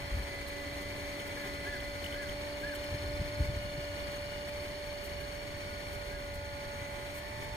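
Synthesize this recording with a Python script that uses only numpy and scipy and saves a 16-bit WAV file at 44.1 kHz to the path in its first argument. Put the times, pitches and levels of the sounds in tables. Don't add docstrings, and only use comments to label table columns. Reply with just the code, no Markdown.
import sys
import numpy as np
from scipy import signal
from scipy.fft import rfft, irfft, next_fast_len
from scipy.io import wavfile
from scipy.ndimage import uniform_filter1d

SR = 44100
rng = np.random.default_rng(int(sys.argv[2]) if len(sys.argv) > 2 else 0)


def store_wav(level_fs):
    pcm = np.round(np.clip(np.atleast_2d(level_fs), -1, 1) * 32767)
    wavfile.write(sys.argv[1], SR, pcm.T.astype(np.int16))


N = 333396
TIME, SIZE = np.arange(N) / SR, next_fast_len(N + 4096)
BINS = np.fft.rfftfreq(SIZE, 1 / SR)
HUM_ORDER = 22

# time_s, level_db, squeal_hz, second_blow_db, shift_turns, looseness (0-1)
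LOOSE_PART = [(0.0, -54, 4255, -7, -0.062, 0.55), (1.2, -55, 4270, -6, 0, 0.1),
              (1.6, -53, 4270, -12, 0.00015, 0), (3.0, -53.5, 4280, 3, -0.021, 0.15),
              (4.5, -54.5, 4320, 2, -0.0073, 0.16), (5.8, -54, 4340, -1.5, 0, 0.2),
              (6.3, -56.5, 4270, -10, -0.0067, 0.3), (6.7, -56, 4350, 1, -0.039, 0.1),
              (6.85, -63, 4300, 1, -0.0077, 0.6), (7.15, -59, 4350, -4, 0.0081, 0.6),
              (7.56, -55.5, 4420, -10, 0.087, 0.4)]


def gain_of(db):
    return 10 ** (np.asarray(db) / 20)


def unit_rms(x):
    return x / np.sqrt(np.mean(x ** 2) + 1e-20)


def spectrum(points):
    hz, value = np.transpose(points)
    return np.interp(np.log(BINS + 1), np.log(hz + 1), value)


def curves(rows):
    time_s, *rest = np.transpose(rows)
    return [np.interp(TIME, time_s, column) for column in rest]


def filtered(x, response):
    return irfft(rfft(x, SIZE) * response, SIZE)[..., :N]


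def wander(seconds):
    span = max(round(seconds * SR), 1)
    return unit_rms(uniform_filter1d(uniform_filter1d(rng.standard_normal(N), span), span))


def add(mix, start_s, sound):
    part = mix[round(start_s * SR):][:len(sound)]
    part += sound[:len(part)]


def resonate(x, hz, width_hz):
    carrier = np.exp(2j * np.pi * np.cumsum(hz * np.ones(len(x))) / SR)
    pole = np.exp(-np.pi * width_hz / SR)
    return 2 * (carrier * signal.lfilter([1 - pole], [1, -pole], x / carrier)).real


def turning_noise(turns, repeat):
    orders = np.exp(2j * np.pi * rng.random(851))
    pattern = unit_rms(irfft(orders * (np.arange(len(orders)) > HUM_ORDER)))
    periodic = pattern[(turns % 1 * len(pattern)).astype(int)]
    return repeat * periodic + np.sqrt(1 - repeat ** 2) * rng.standard_normal(N)


def ports(direct, other):
    # frequency_hz, right_lead_rad
    phase_lead = [(30, 0.0), (750, 1.0), (1200, 3.2), (3950, 15.7), (4800, 22.0), (6600, 31.4),
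                  (9850, 44.0), (15200, 66.0)]
    # frequency_hz, coherence (0-1)
    likeness = [(60, 1), (450, 0.85), (1050, 0.16), (1500, 0.99), (2300, 0.83), (3200, 0.42), (5500, 0.97),
                (8200, 0.7), (10000, 1), (15000, 0.9)]
    # frequency_hz, left_over_right_db
    balance = [(300, 1), (480, -8), (750, 1), (1200, 4), (1700, 0.5), (2900, 4), (3700, -1), (6000, -0.5),
               (7800, 1), (10000, 0)]
    coherence = np.clip(spectrum(likeness), 0, 1)
    tilt = gain_of(spectrum(balance) / 2)
    lead = np.exp(1j * np.interp(BINS, *np.transpose(phase_lead)))
    right = filtered(direct, coherence * lead / tilt)
    right += filtered(other, np.sqrt(1 - coherence ** 2) / tilt)
    return np.array([filtered(direct, tilt), right])


def audio_glitch(time_s=.952, length_s=.006, hum_cycles=.4):
    return hum_cycles / HUM_ORDER * np.clip((TIME - time_s) / length_s + .5, 0, 1)


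def wind():
    # time_s, level_db
    gusts = [(0.0, -49), (0.57, -51), (0.99, -50.5), (1.39, -52.5), (1.74, -49), (2.91, -52), (3.05, -45),
             (3.64, -46.5), (3.79, -50.5), (4.42, -51), (5.1, -50.5), (5.62, -50), (6.61, -49), (6.89, -48),
             (7.18, -52), (7.56, -45)]
    # frequency_hz, level_db
    turbulence = [(8.8, -21), (15, -6), (43, 3), (91, 3), (118, -2), (145, -9), (220, -11.5), (260, -23.5),
                  (340, -64), (570, -120)]
    # time_s, level_db, pitch_hz
    buffets = [(0.124, -31, 51), (0.144, -29, 68), (0.169, -33, 84.5), (0.196, -28.5, 59), (0.239, -37, 60),
               (2.924, -32, 73), (2.945, -31, 104), (3.067, -35, 61.9), (3.199, -29, 69.4),
               (3.213, -28.5, 131), (3.25, -37, 55.4), (3.403, -23, 95), (3.415, -25, 60),
               (3.487, -28, 59.6), (3.497, -27, 105), (3.568, -29, 79), (3.752, -34, 85.4),
               (3.782, -30.5, 121)]
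    common, side = rng.standard_normal((2, N))
    colour = gain_of(spectrum(turbulence)) * (BINS / 12) / (1 + BINS / 10)
    rumble = unit_rms(filtered(np.array([common + .31 * side, common - .31 * side]), colour))
    rumble *= gain_of(curves(gusts)[0] + 3.5 + 1.6 * wander(.019))
    push = np.zeros(N)
    for time_s, db, hz in buffets:
        cycles = np.arange(-1.2, 1.2, hz / SR)
        phase = 2 * np.pi * (cycles + .22)
        envelope = gain_of(db) * np.exp(-(cycles / .71) ** 2)
        add(push, time_s - .866 / hz, envelope * (np.cos(phase) + .16 * np.cos(3 * phase)))
    return rumble + np.array([push, np.roll(push, 12)]) * gain_of([[.4], [-.4]])


def bird(bend_hz_per_s2=60000, echo_s=.055, reverb_s=.16):
    # start_s, length_s, top_hz, level_db
    calls = [(1.363, 0.1, 1740, -52), (1.647, 0.14, 1747, -46.5), (2.134, 0.15, 1714, -48.5),
             (2.624, 0.13, 1734, -44), (2.756, 0.02, 1747, -48), (5.196, 0.1, 1646, -57),
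             (6.102, 0.11, 1663, -53)]
    out = np.zeros(N)
    for start_s, length_s, top_hz, db in calls:
        t = np.arange(0, length_s, 1 / SR)
        hz = top_hz - bend_hz_per_s2 * (t - .43 * length_s) ** 2
        flutter_db = 3 * unit_rms(uniform_filter1d(rng.standard_normal(len(t)), 250))
        fade_db = -4 * (t / length_s) ** 2
        envelope = gain_of(db + flutter_db + fade_db) * signal.windows.tukey(len(t), .2)
        call = np.sqrt(2) * envelope * np.sin(2 * np.pi * np.cumsum(hz) / SR)
        add(out, start_s, call)
        add(out, start_s + echo_s, gain_of(-11) * call)
    tail = rng.standard_normal(6000) * gain_of(-60 * np.arange(6000) / SR / reverb_s)
    return out + gain_of(-12) * signal.oaconvolve(out, tail / np.linalg.norm(tail))[:N]


def mast(attack_s=.0004, ring_s=.017):
    # start_s, level_db, pitch_hz
    ticks = [(1.198, -33, 3110), (1.803, -34, 3200), (2.042, -29, 2950), (2.062, -29, 2960),
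             (2.1251, -33, 3030), (2.1425, -35, 3100), (2.2927, -31, 3170), (2.7533, -36, 3100),
             (2.8385, -35, 3000)]
    # start_s, level_db, length_s
    scrapes = [(.474, -62.5, .035), (.81, -66, .03), (1.265, -64, .03), (1.47, -68, .03),
               (2.038, -66, .035), (2.748, -63, .025), (4.115, -67, .03), (4.48, -69, .03),
               (5.038, -63, .05), (5.925, -66, .05), (6.34, -63, .03), (7.135, -63, .08), (7.43, -67, .03)]
    ring, hiss_level = np.zeros((2, N))
    t = np.arange(2000) / SR
    for start_s, db, hz in ticks:
        envelope = gain_of(db - 60 * t / ring_s) * np.minimum(t / attack_s, 1)
        add(ring, start_s, envelope * np.sin(2 * np.pi * hz * t))
        add(hiss_level, start_s - .003, gain_of(-63.5) * signal.windows.hann(700))
    for start_s, db, length_s in scrapes:
        add(hiss_level, start_s - .005, gain_of(db) * signal.windows.tukey(round(length_s * SR), .6))
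    hiss_level += gain_of(-78) * np.maximum(wander(.03), 0)
    bright = (BINS / 2100) ** 2 / (1 + (BINS / 4900) ** 2) / np.sqrt(1 + (BINS / 22000) ** 4)
    return ring, filtered(hiss_level * rng.standard_normal((2, N)), bright)


def oil_rush(turns):
    # frequency_hz, density_db (power per Hz)
    flow_spectrum = [(100, -77), (300, -78), (800, -81), (1300, -82.5), (2200, -82), (2700, -86.5),
                     (3700, -88.5), (5300, -93.5), (6200, -94.5), (7400, -99), (9000, -93.5), (10000, -100),
                     (13400, -103), (15200, -99.5), (15700, -106)]
    # centre_hz, width_hz, boost_db
    casing_modes = [(371.6, 18, 5), (401.4, 18, 7), (668, 18, 4.5), (1780, 78, 1), (2296, 300, 8),
                    (3175, 126, 5), (3950, 58, 9.5), (5470, 240, -2), (6550, 34, 7.5), (6570, 260, 4.5),
                    (10360, 1100, 2), (11400, 91, 11)]
    # time_s, gain_db
    drift = [(0, 1), (1.5, 1), (3, 0), (5.5, -1), (7.56, -0.5)]
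    peaks_db = sum(db / (1 + (2 * (BINS - hz) / width) ** 2) for hz, width, db in casing_modes)
    flow = turning_noise(turns, repeat=.5)
    flow *= gain_of(curves(drift)[0] + .5 * wander(.43) + 1.04 * wander(.019))
    return filtered(flow, gain_of(spectrum(flow_spectrum) + peaks_db) * np.sqrt(SR / 2))


def fuzzy_partials(speed):
    orders = (78, 132, 176, 209)
    # level_db, width_hz
    bands = [(-67.5, 6.2), (-65, 12), (-64.5, 15), (-72, 12)]
    rattle_db = curves(LOOSE_PART)[0]
    out = np.zeros(N)
    for order, (db, width_hz) in zip(orders, bands):
        level = gain_of(db + rattle_db - rattle_db.mean() + 2 * wander(.91))
        out += level * unit_rms(resonate(rng.standard_normal(N), order * speed, width_hz))
    return out


def rattle(speed, turns, scatter, slide_hz_per_turn=114, rasp_hz=4270, rasp_width_hz=250):
    # centre_hz, width_hz, level_db
    modes = [(4200, 170, -13), (4270, 120, -25), (4940, 160, 10)]
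    level_db, squeal_hz, second_db, shift, looseness = curves(LOOSE_PART)
    turn, angle = np.divmod(turns - .245 + .5, 1)
    angle -= .5
    chance = looseness * scatter[turn.astype(int)].T
    strength, late = gain_of(2.5 * chance[:2]), shift + .03 * chance[2:]
    first = strength[0] * np.exp(-((angle + .095 - late[0]) / .04) ** 2)
    second = gain_of(second_db) * strength[1] * np.exp(-((angle - .1 - late[1]) / .045) ** 2)
    rebound = gain_of(-3.5) * strength[0] * np.exp(-((angle - .39 - late[1]) / .045) ** 2)
    force = first + second + rebound + .41
    drive = force * turning_noise(turns, repeat=.6)
    ring = sum(gain_of(db) * resonate(resonate(drive, hz, width), hz, 3 * width)
               for hz, width, db in modes)
    cycles = (squeal_hz + slide_hz_per_turn * angle / 2) * angle / speed
    phase = 2 * np.pi * cycles + (.81 + .73 * looseness) * wander(.012)
    squeal = force * np.sqrt(np.cos(np.pi * angle).clip(0)) * np.sin(phase)
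    rasp = (1 + force) * rng.standard_normal(N)
    for _ in range(2):
        rasp = resonate(rasp, rasp_hz, rasp_width_hz)
    pitched = gain_of(level_db) * (gain_of(-8.5) * unit_rms(ring) + gain_of(-3.5) * unit_rms(squeal))
    return pitched + gain_of(-62) * np.sqrt(.1 + looseness) * unit_rms(rasp)


def shaft_tone(turns, order, level, tilt_db, lead_rad):
    phase = 2 * np.pi * (order * turns + rng.random()) + .0012 * order * wander(.011)
    pan = gain_of(np.outer([.5, -.5], tilt_db))
    pan /= np.sqrt(np.mean(pan ** 2, axis=0))
    waver = gain_of(.019 * min(order, HUM_ORDER) * wander(.07))
    return np.sqrt(2) * level * waver * pan * np.cos([phase, phase + lead_rad])


def gear_whine(turns, ramp_s=.14):
    # time_s, level_db, left_over_right_db
    hum = [(0.0, -49.5, -2), (0.53, -48, -3), (1.12, -46, -1), (1.22, -46.5, -2), (1.52, -47, 0),
           (2.33, -43.5, -3), (3.16, -42.5, -0.5), (4.95, -43.5, -3.5), (5.05, -46.5, -9.5),
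           (5.1, -44.5, -6.0), (5.37, -45, -9), (5.54, -46, -5), (6.0, -45.5, -9), (6.36, -45.5, -1.5),
           (7.01, -45.5, -5.5), (7.12, -46, -1), (7.22, -48.5, -7), (7.56, -48.5, -5)]
    orders = (11, 33, 55, 66, 73, 77, 78, 110, 112, 198)
    # level_db, left_over_right_db, right_lead_rad
    tones = [(-66, 0, -0.57), (-65, -19, 1.23), (-62, -1.5, -2.3), (-63.5, 12, -0.96), (-66, -2, -0.55),
             (-101, -1, 0.12), (-68, -1, 0.87), (-67.5, 7, -1.83), (-74, 11, -1.6), (-84, -1, -0.91)]
    # start_s, end_s, level_db
    swells = [
        [(0, .5, -62), (.5, 1.5, -54), (1.5, 2.4, -56.5), (2.4, 3.35, -53.5), (3.35, 4.1, -58), (4.1, 5.9, -63),
         (6.1, 7.25, -65)],
        [(-.2, .12, -59), (3.36, 3.5, -59), (2.3, 3.3, -68.5), (4.35, 5.0, -65), (6.36, 7.08, -57.5),
         (7.27, 7.8, -52)],
        [(1.2, 2.25, -61.5), (3.0, 4.4, -62), (5.6, 7.1, -60.5)],
        [(-.2, .7, -65), (.9, 2.9, -65.5), (2.9, 3.95, -62.5), (6.35, 6.8, -65), (7.17, 7.8, -58.5)],
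        [(7.208, 7.8, -60.5)],
        [(-.2, .25, -56), (.46, .95, -51), (.95, 1.4, -52.5), (1.4, 1.92, -49.5), (1.92, 2.35, -53.5),
         (2.4, 3.3, -65), (6.05, 6.4, -59.5), (6.4, 6.75, -61), (6.77, 7.06, -53.5)],
        [(0.266, 0.427, -45.5)],
        [(2.35, 2.95, -64), (3.55, 4.5, -59.5), (4.6, 4.8, -64), (4.9, 5.6, -64.5), (5.7, 6.3, -75)],
        [(2.6, 3.8, -64.5), (4.2, 5.8, -67)],
        [(2.8, 3.5, -68), (4.2, 4.9, -73), (7.2, 7.8, -68)],
    ]
    hum_db, hum_tilt_db = curves(hum)
    out = shaft_tone(turns + audio_glitch(), HUM_ORDER, gain_of(hum_db), hum_tilt_db, lead_rad=.26)
    for order, (rest_db, tilt_db, lead_rad), stretches in zip(orders, tones, swells):
        level = np.full(N, gain_of(rest_db))
        for start_s, end_s, db in stretches:
            inside_s = np.minimum(TIME - start_s, end_s - TIME)
            level += gain_of(db) * np.clip(inside_s / ramp_s + .5, 0, 1)
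        flutter = gain_of(1.3 * wander(.03))
        out += shaft_tone(turns, order, level * flutter, tilt_db, lead_rad)
    return out


def scene():
    # time_s, speed_hz (turns per second)
    shaft = [(0.0, 26.14), (0.37, 25.85), (0.94, 26.32), (1.45, 26.16), (2.12, 26.275), (2.44, 26.465),
             (2.79, 26.455), (3.23, 26.575), (3.39, 26.645), (4.1, 26.41), (4.79, 26.65), (5.06, 26.355),
             (5.46, 26.485), (5.95, 26.39), (6.28, 26.25), (6.84, 26.145), (7.0, 26.2), (7.3, 26.75),
             (7.56, 26.75)]
    speed = curves(shaft)[0]
    turns = np.cumsum(speed) / SR
    scatter = rng.standard_normal((int(turns[-1]) + 2, 4))
    ticks, hiss_paths = mast()
    direct, other = (hiss + oil_rush(turns) + fuzzy_partials(speed) + rattle(speed, turns, scatter)
                     for hiss in hiss_paths)
    events = bird() + ticks
    return wind() + ports(direct + events, other + np.roll(events, 130)) + gear_whine(turns)


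def record(dry, edge_hz=15700):
    lowpass = signal.firwin(2047, edge_hz, window=("kaiser", 9), fs=SR)
    return signal.oaconvolve(dry, lowpass[None], "same")


dry = scene()
out = record(dry)
store_wav(out)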